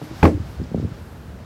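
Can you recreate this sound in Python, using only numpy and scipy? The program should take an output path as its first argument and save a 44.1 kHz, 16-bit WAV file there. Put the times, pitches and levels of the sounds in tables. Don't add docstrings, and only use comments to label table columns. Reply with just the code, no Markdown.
import sys
import numpy as np
from scipy import signal
from scipy.fft import rfft, irfft, next_fast_len
from scipy.io import wavfile
from scipy.ndimage import map_coordinates

SR = 44100
rng = np.random.default_rng(int(sys.argv[2]) if len(sys.argv) > 2 else 0)


def transcribe(u):
    v = np.clip(np.atleast_2d(u).T, -1, 1)
    q = np.round(v * 32767).astype(np.int16)
    wavfile.write(sys.argv[1], SR, q)


N = 63945


def amp(db):
    return 10 ** (np.asarray(db) / 20)


def unit(x):
    return x / np.sqrt(np.mean(x ** 2) + 1e-20)


def along(points, hz):
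    f, v = np.transpose(points)
    return np.interp(np.log(hz + 1), np.log(f + 1), v)


def add(track, s, sound):
    part = track[max(0, round(s * SR)):][:len(sound)]
    part += sound[:len(part)]


def filtered(x, response):
    size = next_fast_len(len(x) + SR // 4)
    return irfft(rfft(x, size) * response(np.fft.rfftfreq(size, 1 / SR)), size)[:len(x)]


def noise(spectrum, size):
    return unit(filtered(rng.standard_normal(size), lambda hz: amp(along(spectrum, hz))))


def band(hz, width_hz, size):
    return unit(filtered(rng.standard_normal(size), lambda f: 1 / (1 + ((f - hz) / width_hz) ** 2)))


def wobble(rate):
    return map_coordinates(rng.standard_normal(N // 100), [np.arange(N) * rate / SR])


def fade(t, t60):
    return np.exp(-np.log(1000) * t / t60)


def dying(x, t60s):
    hz, t, spectra = signal.stft(x, SR, nperseg=256)
    decay = amp(-60 * t / along(t60s, hz)[:, None])
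    return signal.istft(spectra * decay, SR, nperseg=256)[1][:len(x)]


def causal(gain):
    cepstrum = irfft(np.log(np.maximum(gain, 1e-6)))
    half = len(cepstrum) // 2
    cepstrum[1:half] *= 2
    cepstrum[half + 1:] = 0
    return np.exp(rfft(cepstrum))


def ring(modes, blows, attack_s):
    wander_rad = 0.3
    out, t = np.zeros(N), np.arange(SR // 2) / SR
    for hz, db, t60 in modes:
        tone = fade(t, t60) * (1 - np.exp(-t / attack_s)) * np.exp(2j * np.pi * hz * t)
        mode = np.zeros(N, complex)
        for s, blow_db in blows:
            add(mode, s, amp(db + blow_db) * tone)
        out += (mode * np.exp(1j * wander_rad * wobble(rate=45))).imag
    return out


def cabin():
    # f/Hz, level/dB
    rumble_eq = [(22, -60), (36, -18), (55, 0.5), (75, 1.5), (110, -3.5), (170, -3.5), (250, -11.5),
                 (450, -21), (900, -30), (2000, -49)]
    # f/Hz, level/dB
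    air_eq = [(25, -33), (100, 1), (500, 3.5), (1000, -3.5), (1500, -4), (2200, -11.5), (4000, -16),
              (8000, -25.5), (14000, -42), (16000, -41)]
    # t/s, level/dB
    shake = [(0, -47), (.2, -36), (.45, -35.5), (.95, -37), (1.1, -38.5), (1.3, -35.5), (1.45, -39)]
    rumble_db, air_db = np.interp(np.arange(N) / SR, *np.transpose(shake)), -46.5
    return amp(rumble_db) * noise(rumble_eq, N) + amp(air_db) * noise(air_eq, N)


def cloth():
    # f/Hz, level/dB
    rub_eq = [(25, -35), (100, 10.5), (300, 2), (800, 7.5), (2000, 0), (3200, -3), (5000, -4), (8000, -14),
              (14000, -43), (16000, -33)]
    # t/s, level/dB
    slide = [(0, -46.5), (.11, -46), (.2, -41.5), (.38, -50.5), (0.501, -47), (.62, -52.5), (.72, -52.5),
             (.8, -50), (.87, -55), (.94, -51), (1.1, -57.5), (1.25, -73), (1.45, -58)]
    # f/Hz, level/dB
    swish_eq = [(3000, -35), (8000, -3), (11500, 1), (14000, 1), (16000, -20)]
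    # middle t/s, half length/s, top level/dB
    strokes = [(0.05, 0.042, -58), (0.198, 0.044, -58), (0.508, 0.043, -61), (1.09, 0.1, -63),
               (1.3, 0.037, -71)]
    t = np.arange(N) / SR
    flutter_db = 0.9 * wobble(rate=30)
    rub = amp(np.interp(t, *np.transpose(slide)) + flutter_db) * noise(rub_eq, N)
    swells = sum(amp(db) * np.exp(-0.5 * ((t - s) / half) ** 2) for s, half, db in strokes)
    return rub + swells * noise(swish_eq, N)


def hinge():
    # t/s, length/s, level/dB
    swings = [(0.019, 0.14, -40), (0.317, 0.072, -25.5)]
    out = np.zeros(N)
    for s, length_s, db in swings:
        size = round(length_s * SR)
        groan = band(hz=314, width_hz=14, size=size)
        add(out, s, amp(db) * groan * signal.windows.tukey(size, 0.5))
    return out


def tick():
    out, t = np.zeros(N), np.arange(SR // 8) / SR
    touch = band(hz=4820, width_hz=250, size=len(t)) * fade(t, t60=0.02)
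    add(out, s=0.6385, sound=amp(-43.5) * touch)
    return out


def bumps():
    # t/s, envelope peak level/dB
    rebounds = [(0.098, -31.5), (0.346, -14.5), (0.397, -19.5), (0.59, -22.5), (0.838, -17)]
    sway_hz, rise_s = 89.7, 0.0077
    out, t = np.zeros(N), np.arange(SR // 4) / SR
    envelope = t / rise_s * np.exp(1 - t / rise_s)
    for s, db in rebounds:
        add(out, s, amp(db) * envelope * np.sin(2 * np.pi * sway_hz * t))
    return out


def knocks():
    # t/s, peak level/dB, treble cutoff f/Hz
    hits = [(0.0172, -24, 915), (.0235, -24, 470), (0.112, -25, 430), (.401, -23.5, 300),
            (.600, -22.5, 454), (0.6151, -18, 390), (0.636, -29, 340), (0.716, -23.5, 520),
            (.720, -21.5, 238), (0.7464, -10, 663), (0.7617, -19, 308), (0.7766, -20.5, 670),
            (.779, -15, 238), (0.7987, -19, 520), (0.811, -23.5, 224), (0.827, -18.5, 398),
            (.839, -20.5, 275), (0.8477, -19, 450), (0.861, -27, 510), (0.874, -31, 167),
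            (0.8859, -24.5, 352), (.914, -28.5, 250)]
    # f/Hz, t60/s
    cabin_t60 = [(80, 0.097), (300, 0.21), (1000, .06), (8000, 0.033)]
    travel_s = 0.003304
    low_cut_hz, tilt, cutoff_order = 99.6, 0.83, 5.54
    reverb_db, reverb_top_hz = -8, 260
    out, size = np.zeros(N), SR // 4 * 2
    hz = np.fft.rfftfreq(size, 1 / SR) + 1
    dispersion = np.exp(-4j * np.pi * travel_s * np.sqrt(300 * hz))
    body = hz ** -tilt / np.sqrt(1 + (low_cut_hz / hz) ** 8)
    muffle = signal.butter(2, reverb_top_hz, fs=SR, output="sos")
    for s, db, cutoff_hz in hits:
        padded = body / np.sqrt(1 + (hz / cutoff_hz) ** (2 * cutoff_order))
        knock = irfft(causal(padded) * dispersion)[:size // 4]
        knock = amp(db) * knock / np.abs(knock).max()
        tail = dying(rng.standard_normal(size), cabin_t60)
        tail = signal.sosfilt(muffle, tail / np.linalg.norm(tail))
        add(out, s - travel_s, knock)
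        add(out, s, amp(reverb_db) * signal.fftconvolve(knock, tail))
    return out


def clunk():
    # t/s, frame level/dB, catch level/dB, impact level/dB, clack f/Hz
    blows = [(0.2277, -31, -17, -8.5, 1570), (0.2296, 7.5, -12.5, 5.5, 857), (0.241, -6.5, -28, 0, 780),
             (0.2526, 2, 2, 3, 1103), (0.278, -24, -17, -12.5, 630)]
    # f/Hz, relative level/dB, t60/s
    frame_modes = [(84.2, -13.5, 0.17), (151, -11, .18), (179.3, -9, .12), (213, -7, 0.089),
                   (252, -13, .17), (307.5, -11, .2), (347.1, -18, .16), (391.8, -16, 0.13),
                   (471.5, -23, .2), (521.4, -25, 0.2), (647, -21, 0.061)]
    # f/Hz, relative level/dB, t60/s
    catch_modes = [(814, -16.5, 0.051), (910, -23, 0.03), (1083, -21.5, 0.076), (1275, -33, 0.052),
                   (1740, -24, 0.075), (2023, -20.5, 0.044), (2434, -25.5, 0.046), (3335, -34, 0.055),
                   (3150, -26.5, 0.045), (3860, -46, 0.11)]
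    # f/Hz, level/dB
    clash_eq = [(20, -50), (70, -24), (160, 9.5), (400, 5.5), (1000, -10), (2000, -18.5), (3000, -31),
                (5000, -36), (8000, -41), (15000, -53.5)]
    # f/Hz, t60/s
    clash_t60 = [(100, 0.17), (400, 0.21), (1000, 0.13), (3000, 0.15), (10000, 0.24)]
    # f/Hz, level/dB
    crack_eq = [(20, -50), (90, -4), (400, -9), (900, -13), (1400, -10), (2000, -5.5), (3400, -19.5),
                (5000, -27), (8000, -50), (15000, -36)]
    contact_s, clack_db, clack_t60_s = 0.0012, -4, 0.02
    rows, t = np.array(blows), np.arange(SR // 2) / SR
    out = ring(frame_modes[:1], rows[:, [0, 1]], attack_s=0.00067)
    out += ring(catch_modes[:1], rows[:, [0, 2]], attack_s=0.0009)
    onset = 1 - np.exp(-t / contact_s)
    for s, _, _, impact_db, clack_hz in blows:
        clash = amp(-11) * dying(noise(clash_eq, len(t)), clash_t60)
        crack = amp(-13) * noise(crack_eq, len(t)) * fade(t, t60=0.019)
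        add(out, s, amp(impact_db) * onset * (clash + crack))
        out += ring([(clack_hz, clack_db, clack_t60_s)], [(s, impact_db)], attack_s=0.001)
    return out


def scene():
    return (hinge() + clunk() + bumps() + knocks() + tick() + cloth() + cabin())[None]


def record(dry):
    ceiling, knee, top_hz = 0.92, 13, 15850
    rounded = dry[0] / (1 + np.abs(dry[0] / ceiling) ** knee) ** (1 / knee)
    return filtered(rounded, lambda hz: hz < top_hz)[None]


dry = scene()
out = record(dry)
transcribe(out)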